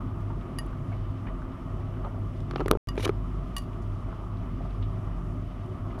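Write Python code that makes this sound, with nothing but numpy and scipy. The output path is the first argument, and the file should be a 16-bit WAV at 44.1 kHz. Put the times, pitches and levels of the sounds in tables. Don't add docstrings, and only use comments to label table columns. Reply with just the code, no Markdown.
import sys
import numpy as np
from scipy import signal
from scipy.fft import rfft, irfft
from scipy.io import wavfile
from scipy.ndimage import uniform_filter1d

SR = 44100
rng = np.random.default_rng(int(sys.argv[2]) if len(sys.argv) > 2 else 0)


def gain_from_decibels(decibels):
    exponent = np.asarray(decibels, float) / 20
    return 10 ** exponent


def master(y):
    cut = np.clip(np.atleast_2d(y).T, -1, 1)
    pcm = np.round(cut * 32767)
    wavfile.write(sys.argv[1], SR, pcm.astype(np.int16))


N = 264600
SHIFT_S = 2.8
TURN_S, LOAD_FALLS_S = 0.99, 0.66


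def trace(table):
    s, *columns = np.transpose(table)
    return [np.interp(np.arange(N) / SR, s, column) for column in columns]


def unit(x):
    return x / np.sqrt(np.mean(x ** 2))


def band(x, lo_hz, hi_hz):
    return signal.sosfilt(signal.butter(2, [lo_hz, hi_hz], "band", fs=SR, output="sos"), x)


def walk(rate):
    hold = int(SR / rate)
    steps = np.repeat(rng.standard_normal(N // hold + 1), hold)
    return unit(uniform_filter1d(uniform_filter1d(steps, hold), hold)[:N])


def lifts_db(hz, peaks):
    return sum(db / (1 + (2 * (hz - f) / width) ** 2) for f, width, db in peaks)


def add(out, s, x):
    i = int(s * SR)
    out[i:i + len(x)] += x[:N - i]


def ring(hz, t60):
    t = np.arange(int(.2 * SR)) / SR
    return np.sin(2 * np.pi * hz * t) * np.exp(-np.log(1000) * t / t60)


def burst(lo_hz, hi_hz, t60, slope=1., rise_s=.0004):
    n = int(.12 * SR)
    t = np.arange(n) / SR
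    hz = np.arange(n // 2 + 1) * SR / n + 1
    edges = np.sqrt((1 + (lo_hz / hz) ** 8) * (1 + (hz / hi_hz) ** 14))
    noise = irfft(rfft(rng.standard_normal(n)) * hz ** -slope / edges, n)
    puff = noise * np.minimum(t / rise_s, 1) * 1000 ** (-t / t60)
    return puff / np.abs(puff).max()


def drum_turn(lag_s):
    return ((np.arange(N) / SR - LOAD_FALLS_S - lag_s) / TURN_S + .5) % 1 - .5


# (frequency [Hz], density [dB per Hz])
RUSH = [(20, -0.5), (40, -0.5), (75, 2), (140, -2.5), (300, -14.5), (420, -19.5), (900, -24), (1400, -29.5),
        (1600, -35), (3300, -37.5), (4000, -46.5), (6500, -53), (10000, -54), (15500, -61.5)]
# (frequency [Hz], width [Hz], lift [dB])
PANELS = [(137.8, 17.8, 5), (166.9, 4.88, 7), (253.2, 61, 8), (360, 81, 9), (640, 68, 8), (1200, 304.7, 12),
          (1914, 650, 4), (3000, 91, 5.5), (3300, 550, -1.5), (5560, 1900, 4)]
# (frequency [Hz], width [Hz], lift [dB])
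SPOT_BEFORE = [(72, 7.5, -2.5), (203, 9, 2), (265.6, 14, 4.5), (283, 30, -3), (388, 22, 2), (412, 13, -2.5),
               (466, 17, -2.5), (644, 49, 1)]
SPOT_AFTER = [(72, 17, -2.5), (134, 21, -2), (202.6, 19, -2), (294.5, 34, -2.5), (378, 30, 1.5),
              (486, 46, -4), (624, 36, -3), (686, 26, 3)]


def rush():
    hz = np.arange(1, N // 2 + 2) * SR / N
    f, db = np.transpose(RUSH)
    colour = gain_from_decibels(np.interp(np.log(hz), np.log(f), db) + lifts_db(hz, PANELS))
    lands_db = 0.5 * np.cos(2 * np.pi * drum_turn(lag_s=0.36))
    low_db = lands_db + 1.03 * walk(7.3)
    upper_db = lands_db + 0.34 * walk(9)
    out = np.zeros(N)
    for centre in 31 * 2. ** np.arange(10):
        share = np.cos(np.pi / 2 * np.clip(np.log2(hz / centre), -1, 1))
        octave = irfft(rfft(rng.standard_normal(N)) * colour * share, N)
        sway_db = low_db * (100 < centre < 400) + upper_db * (400 < centre < 1500)
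        slow_db = 1.013 if centre < 1500 else 0.45
        out += octave * gain_from_decibels(sway_db + slow_db * walk(5.998) + 1.09 * walk(30))
    before = irfft(rfft(out) * gain_from_decibels(lifts_db(hz, SPOT_BEFORE)), N)
    after = irfft(rfft(out) * gain_from_decibels(lifts_db(hz, SPOT_AFTER)), N)
    return gain_from_decibels(-37) * unit(np.where(np.arange(N) / SR < SHIFT_S, before, after))


def hum(hz, db, flutter_db, rough, start_s=0.):
    t = np.arange(N) / SR - start_s
    shake = 1 + rough * (walk(24) + 1j * walk(24))
    level = np.sqrt(2) * gain_from_decibels(db + flutter_db * walk(12))
    return level * np.real(shake * np.exp(2j * np.pi * hz * t))


# (time [s], washer drive level [dB], dryer motor level [dB])
STANCE = [(0, -39, -50), (1.2, -42.5, -41), (2.4, -40.5, -42), (2.75, -34.5, -48.5), (3.2, -33, -73),
          (3.6, -36, -50.5), (4.0, -46.5, -35.5), (4.4, -35, -65), (5.3, -37, -40), (5.7, -46, -55),
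          (6.0, -36, -40)]


def drives():
    drive_hz, beat_hz, in_step_s = 46.2, 2.9, 1.028
    washer_db, dryer_db = trace(STANCE)
    washer = hum(drive_hz, washer_db, 0.46, 0.26, in_step_s)
    dryer = hum(drive_hz - beat_hz, dryer_db, 0.5, 0.33, in_step_s)
    return washer + dryer


# (time [s], level [dB])
EFFORT = [(0, -35.5), (0.37, -35), (0.66, -47), (0.92, -35), (1.6, -43), (2.15, -32.5), (2.62, -40.5),
          (3.08, -33.5), (3.6, -44), (3.82, -33.5), (4.1, -39.5), (4.35, -36), (4.62, -39.5), (4.9, -34),
          (5.18, -42.5), (5.35, -33.5), (5.62, -43.5), (5.95, -35)]


def mains():
    return hum(100.9, trace(EFFORT)[0] - 1, 0.57, 0.36)


# (frequency [Hz], level before the shift [dB], level after [dB])
MOTOR_TONES = [(139.38, -49, -52.5), (176.04, -61.5, -48), (260.3, -60.5, -51.5), (344, -53.5, -66),
               (678.5, -60.5, -63), (268.5, -55, -72), (495, -66, -86), (527, -79.5, -66.5),
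               (607, -78, -60.5), (699, -80, -61.5)]


def motors():
    t = np.arange(N) / SR
    out = drives() + mains() + hum(36.8, -55, 1.9, 0.45)
    for hz, before_db, after_db in MOTOR_TONES:
        db = np.where(t < SHIFT_S, before_db, after_db) + 2.7 * walk(3.054)
        out += gain_from_decibels(db) * np.sin(2 * np.pi * hz * (t + 0.00163 * walk(2)))
    return out


# (time [s], peak [dB], wall ring [Hz], high edge [Hz], t60 [s])
SLAPS = [(0.303, -35, 920, 1500, 0.079), (0.730, -33, 1230, 1380, 0.044), (0.917, -35.5, 685, 1500, 0.15),
         (0.926, -44, 2210, 2900, 0.09), (1.268, -33, 903, 2800, 0.094), (1.873, -35, 654, 1400, 0.066),
         (2.036, -40, 1182, 1400, 0.049), (2.045, -32.5, 1231, 1340, 0.093), (2.047, -33, 574, 1300, 0.225),
         (4.127, -33.5, 1180, 1410, 0.037), (5.979, -31, 680, 1400, 0.1), (1.283, -44, 1950, 2300, .09),
         (1.418, -36.5, 1154, 1450, 0.077), (1.452, -39, 1190, 1400, .05), (1.97, -40, 1200, 1400, .05),
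         (2.068, -34.5, 910, 1350, 0.093), (2.145, -36, 640, 1300, .06), (2.18, -39, 686, 800, .12),
         (4.41, -41, 650, 800, 0.17), (4.605, -34.5, 700, 800, 0.09), (4.65, -35, 710, 1300, 0.081),
         (5.903, -46, 2030, 2300, 0.12), (5.915, -52, 2950, 3200, .08)]


def slaps():
    out = np.zeros(N)
    for s, db, wall_hz, hi_hz, t60 in SLAPS:
        add(out, s, gain_from_decibels(db - 3.5) * burst(0.81 * wall_hz, hi_hz, t60, slope=0.77, rise_s=0.002))
        add(out, s, gain_from_decibels(db - 4.5) * ring(wall_hz, 0.71 * t60))
    return out


# (time [s], peak [dB], low edge [Hz], high edge [Hz], t60 [s])
TICKS = [(0.205, -57, 4000, 12100, 0.045), (0.41, -48.5, 1800, 3480, 0.069),
         (0.662, -56.5, 8500, 11500, .03), (1.109, -63, 9020, 11900, 0.035), (1.517, -57, 2750, 3000, 0.08),
         (1.52, -56, 3400, 3900, .05), (0.92, -50, 1500, 3200, .08), (5.903, -53, 2200, 3300, .07),
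         (1.80, -60.5, 2500, 11940, 0.051), (2.048, -49, 2013, 4000, 0.04), (2.19, -64, 8030, 12070, 0.034),
         (2.404, -43, 992, 9020, 0.019), (3.731, -49.5, 2612, 3360, 0.065), (3.82, -54, 4500, 10000, 0.09),
         (4.37, -55.5, 3000, 5495, 0.041), (4.619, -51, 2000, 4800, 0.044), (4.705, -52, 2006, 4500, 0.078),
         (4.824, -42.5, 3040, 3580, 0.11), (4.822, -53, 2500, 5500, .05), (5.66, -64, 9780, 11000, 0.055),
         (1.268, -45, 1400, 3600, 0.08), (5.947, -46.5, 1000, 3200, 0.051),
         (5.988, -50.5, 4000, 11900, 0.036)]


def buttons():
    out = np.zeros(N)
    for s, db, lo_hz, hi_hz, t60 in TICKS:
        add(out, s, gain_from_decibels(db) * burst(lo_hz, hi_hz, t60))
    return out


# (frequency [Hz], level [dB], t60 [s])
TAG_EDGE = [(1160, -6.5, 0.067), (1872, -6, 0.083), (2887, -10, .07), (4710, -21, .04), (4830, -8.5, .05),
            (6270, -32, .06), (6590, -28, .08), (7553, -38, .07), (9119, -19, .035), (10480, -11.5, .06),
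            (10700, -13, .03), (12320, -36, .07)]
TAG_FACE = [(1160, 9.5, 0.058), (1880, 2.5, 0.052), (2880, 1, .09), (3500, -10, 0.065), (4820, 3.5, 0.053),
            (5700, -7, .03), (6270, -14, 0.065), (7036, -20, .08), (9170, -13, .03), (10730, -11, .03),
            (11340, -20, .05), (12510, -25, .06)]
TAG_TIP = [(1141, 2.5, 0.12), (1893, 0.5, 0.042), (2869, 1.5, .1), (3580, -14, .07), (4350, -6, .03),
           (4660, -7.5, 0.1), (5800, -15, .05), (6320, -16, .08), (7050, -16, .06), (8550, -14, .05),
           (9814, -6, 0.07), (10500, -11, 0.065), (11300, -19, .05), (12600, -16, .065)]
# (time [s], peak [dB], crack beside the ring [dB])
CLINKS = [
    (0.5866, -24.5, -9),
    (2.8875, -25, -10),
    (3.5658, -22.5, -6),
    (3.581, -30.5, -1.5),
    (3.62, -48, -7.5),
    (3.637, -51, -13.5),
]


def tag_ring(modes):
    beats_hz = 45 * rng.uniform(0.24, 1.7, len(modes))
    tone = 0
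    for (hz, db, t60), beat_hz in zip(modes, beats_hz):
        mode = ring(hz, min(1.07 * t60, .13))
        if hz > 2500:
            mode = mode + .4 * ring(hz + beat_hz, 0.77 * min(t60, .1))
        tone = tone + gain_from_decibels(db) * mode
    return tone / np.abs(tone).max()


def tag():
    out = np.zeros(N)
    for (s, db, crack_db), modes in zip(CLINKS, (TAG_EDGE, TAG_FACE, *[TAG_TIP] * 4)):
        add(out, s, gain_from_decibels(db) * tag_ring(modes))
        add(out, s, gain_from_decibels(db + crack_db) * burst(1700, 14000, 0.021, slope=0.19))
        add(out, s, gain_from_decibels(db + crack_db - 17) * burst(2700, 14000, 0.1, slope=0.3))
    walls = burst(920, 15800, 0.15, slope=0.25)
    return out + gain_from_decibels(-19) * signal.fftconvolve(out, walls / np.linalg.norm(walls))[:N]


# (time [s], level [dB], treble [dB])
SCRAPE = [
    [(2.56, -74, -13), (2.578, -61, -22), (2.585, -65, -14), (2.61, -67, -19.5), (2.635, -62.5, -22)],
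    [(2.978, -45, -29.5), (2.995, -54, -11), (3.006, -45.5, -12), (3.0265, -46, -12.5), (3.028, -39.5, -10),
     (3.044, -40, -14.5), (3.049, -34.5, -14), (3.0565, -32.5, -16), (3.0585, -47, -14.5)],
    [(3.0585, -46, -12.5), (3.07, -57, -13), (3.085, -48.5, -13), (3.096, -51, -14), (3.101, -66, -10)],
]
# (frequency [Hz], width [Hz], lift [dB])
SKIN = [(2310, 99, 9), (3000, 270, 7.5), (4000, 480, 3), (6160, 1200, 6), (10000, 1500, 4.5)]


def scrape():
    t = np.arange(N) / SR
    grains = rng.standard_normal(N) * gain_from_decibels(1.5 * walk(400) + .6 * walk(120))
    grains = irfft(rfft(grains) * gain_from_decibels(lifts_db(np.arange(N // 2 + 1) * SR / N, SKIN)), N)
    body = unit(band(grains, 710, 4700))
    treble = unit(band(band(grains, 3800, 13200), 2700, 12760))
    catch_db = 2.5 * walk(170)
    out = np.zeros(N)
    for slide in SCRAPE:
        db, top_db = trace(slide)
        touch = (t > slide[0][0]) & (t < slide[-1][0])
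        out += touch * gain_from_decibels(db + catch_db) * (body + gain_from_decibels(top_db) * treble)
    return out


# (time [s], peak [dB], ring [Hz], t60 [s])
CASE_RINGS = [(2.511, -35, 1208, .015), (2.537, -32, 1225, 0.0124), (2.5585, -23, 800, 0.022),
              (2.559, -26.5, 1317, 0.018), (2.581, -31, 1180, 0.017), (2.584, -40, 2740, 0.023),
              (2.733, -44, 3300, 0.0108), (2.513, -44, 3300, 0.011), (2.515, -46, 2295, 0.0113),
              (2.604, -20, 910, 0.0164), (2.609, -22.5, 815, 0.0166), (2.609, -27.5, 1320, 0.037),
              (2.659, -32, 700, .012), (2.681, -26, 1310, 0.0127), (2.752, -42, 900, 0.01),
              (2.977, -32, 2380, 0.023), (3.005, -44, 2900, 0.051), (3.007, -46, 5700, 0.029),
              (3.049, -37.5, 2300, .04), (3.053, -32.5, 3830, 0.025), (3.0962, -17, 400, 0.015),
              (3.0933, -26, 1260, 0.015), (3.0935, -30, 2350, .012), (3.027, -37, 2100, .015),
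              (3.035, -40, 3400, .012), (3.042, -38, 4300, .012), (2.98, -30, 1300, 0.022),
              (3.057, -22.5, 1250, 0.017), (3.077, -40, 3220, .012), (3.093, -24.5, 1227, 0.025)]


def case_rings():
    out = np.zeros(N)
    for s, db, hz, t60 in CASE_RINGS:
        add(out, s, gain_from_decibels(db) * ring(hz, t60))
    return out


# (time [s], peak [dB], case ring [Hz], snap 1.2-5.5 kHz [dB], snap 3.9-12.5 kHz [dB])
KNOCKS = [(2.51, -30, 380, -38.5, -39.5), (2.535, -26, 370, -55, -70), (2.558, -18.5, 415, -31, -52),
          (2.596, -20, 380, -42, -59), (2.6035, -18, 398, -41.5, -53), (2.610, -18.5, 378, -45, -53),
          (2.617, -17.5, 364, -60, -80.5), (2.6595, -15.5, 393, -34, -41), (2.681, -22, 419, -29.5, -23),
          (2.723, -14.5, 416, -50, -70), (2.733, -16.5, 472, -51, -72), (2.752, -14.5, 404, -51, -64),
          (2.955, -28, 280, -50, -46), (2.967, -42.5, 279, -48, -41), (2.978, -16, 412, -37, -54.5),
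          (2.997, -21.5, 298, -40, -45.5), (3.055, -19, 386, -40, -35), (3.065, -16, 325, -35.5, -50.5),
          (3.077, -21, 354, -32.5, -38), (3.0925, -11, 399, -36.5, -43), (3.009, -31, 400, -60, -70),
          (3.033, -32, 520, -60, -70), (3.041, -24.5, 523, -60, -70), (2.564, -24, 412, -60, -70)]
PRE_SNAP = (2.7072, -17, 330, -52, -58)


def knocks():
    out = np.zeros(N)
    push = np.hanning(int(0.00099 * SR))
    for s, db, hz, mid_db, top_db in [*KNOCKS, PRE_SNAP]:
        case = ring(hz, 0.028) + gain_from_decibels(-9.5) * ring(2.1 * hz, 0.019)
        case += gain_from_decibels(-8.5) * (ring(3.2 * hz, 0.018) + ring(1.358 * hz, 0.019))
        add(out, s, -gain_from_decibels(db + 0.5) * band(np.convolve(case, push / push.sum()), 298, 3900))
        add(out, s + 0.00062, gain_from_decibels(mid_db + 7.0) * burst(1200, 5500, 0.016, slope=1.9))
        add(out, s + .001, gain_from_decibels(top_db - 5.5) * burst(3900, 12500, 0.0054, slope=0.55))
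    return out


# (frequency [Hz], level [dB], t60 [s])
SNAP = [(410, -6, .018), (600, -6, .008), (1230, -4, .011), (2350, -16, .006), (3000, -14, .0035),
        (3800, -12, .004), (4450, -31, .014), (5730, -20, .004), (8600, -17, .004), (10100, -17, .0035),
        (11200, -16, .0025), (14600, -29, .003)]


def case_snap():
    snap_s, peak_db = 2.713, -.6
    out = np.zeros(N)
    snap = sum(gain_from_decibels(db) * ring(hz, t60) for hz, db, t60 in SNAP)
    add(out, snap_s, gain_from_decibels(peak_db) * snap / snap.max())
    add(out, snap_s, gain_from_decibels(peak_db - 25) * burst(1500, 15500, 0.007, slope=0.6))
    return out


def scene():
    machines = rush() + motors()
    load = slaps() + buttons() + tag()
    hand = scrape() + case_rings() + knocks() + case_snap()
    return (machines + load + hand)[None]


def roll_off(x):
    return signal.sosfilt(signal.butter(12, 16520, fs=SR, output="sos"), x)


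# (frequency [Hz], width [Hz], lift [dB])
MIC_NOTCH = (8200, 700, -7)
MIC_LIFT = (9000, 720, 3.8)
# (start [s], end [s])
DROPOUT_S = (2.7727, 2.8725)


def record(dry):
    hz = np.arange(N // 2 + 1) * SR / N
    t = np.arange(N) / SR
    lost_s, back_s = DROPOUT_S
    top_cut_db = 30 * np.clip((hz - 15750) / 500 + .5, 0, 1)
    mix = irfft(rfft(dry) * gain_from_decibels(lifts_db(hz, [MIC_NOTCH, MIC_LIFT]) - top_cut_db), N)
    mix = mix + gain_from_decibels(-87) * np.sin(2 * np.pi * 7867 * t)
    heard = np.clip((lost_s - t) / .00025, 0, 1) + (t > back_s)
    mix = mix * heard * np.minimum(t / .006, 1)
    jump = .012 * (t > back_s) * np.exp(-np.maximum(t - back_s, 0) / .002)
    mix = mix + jump
    return roll_off(mix)


dry = scene()
out = record(dry)
master(out)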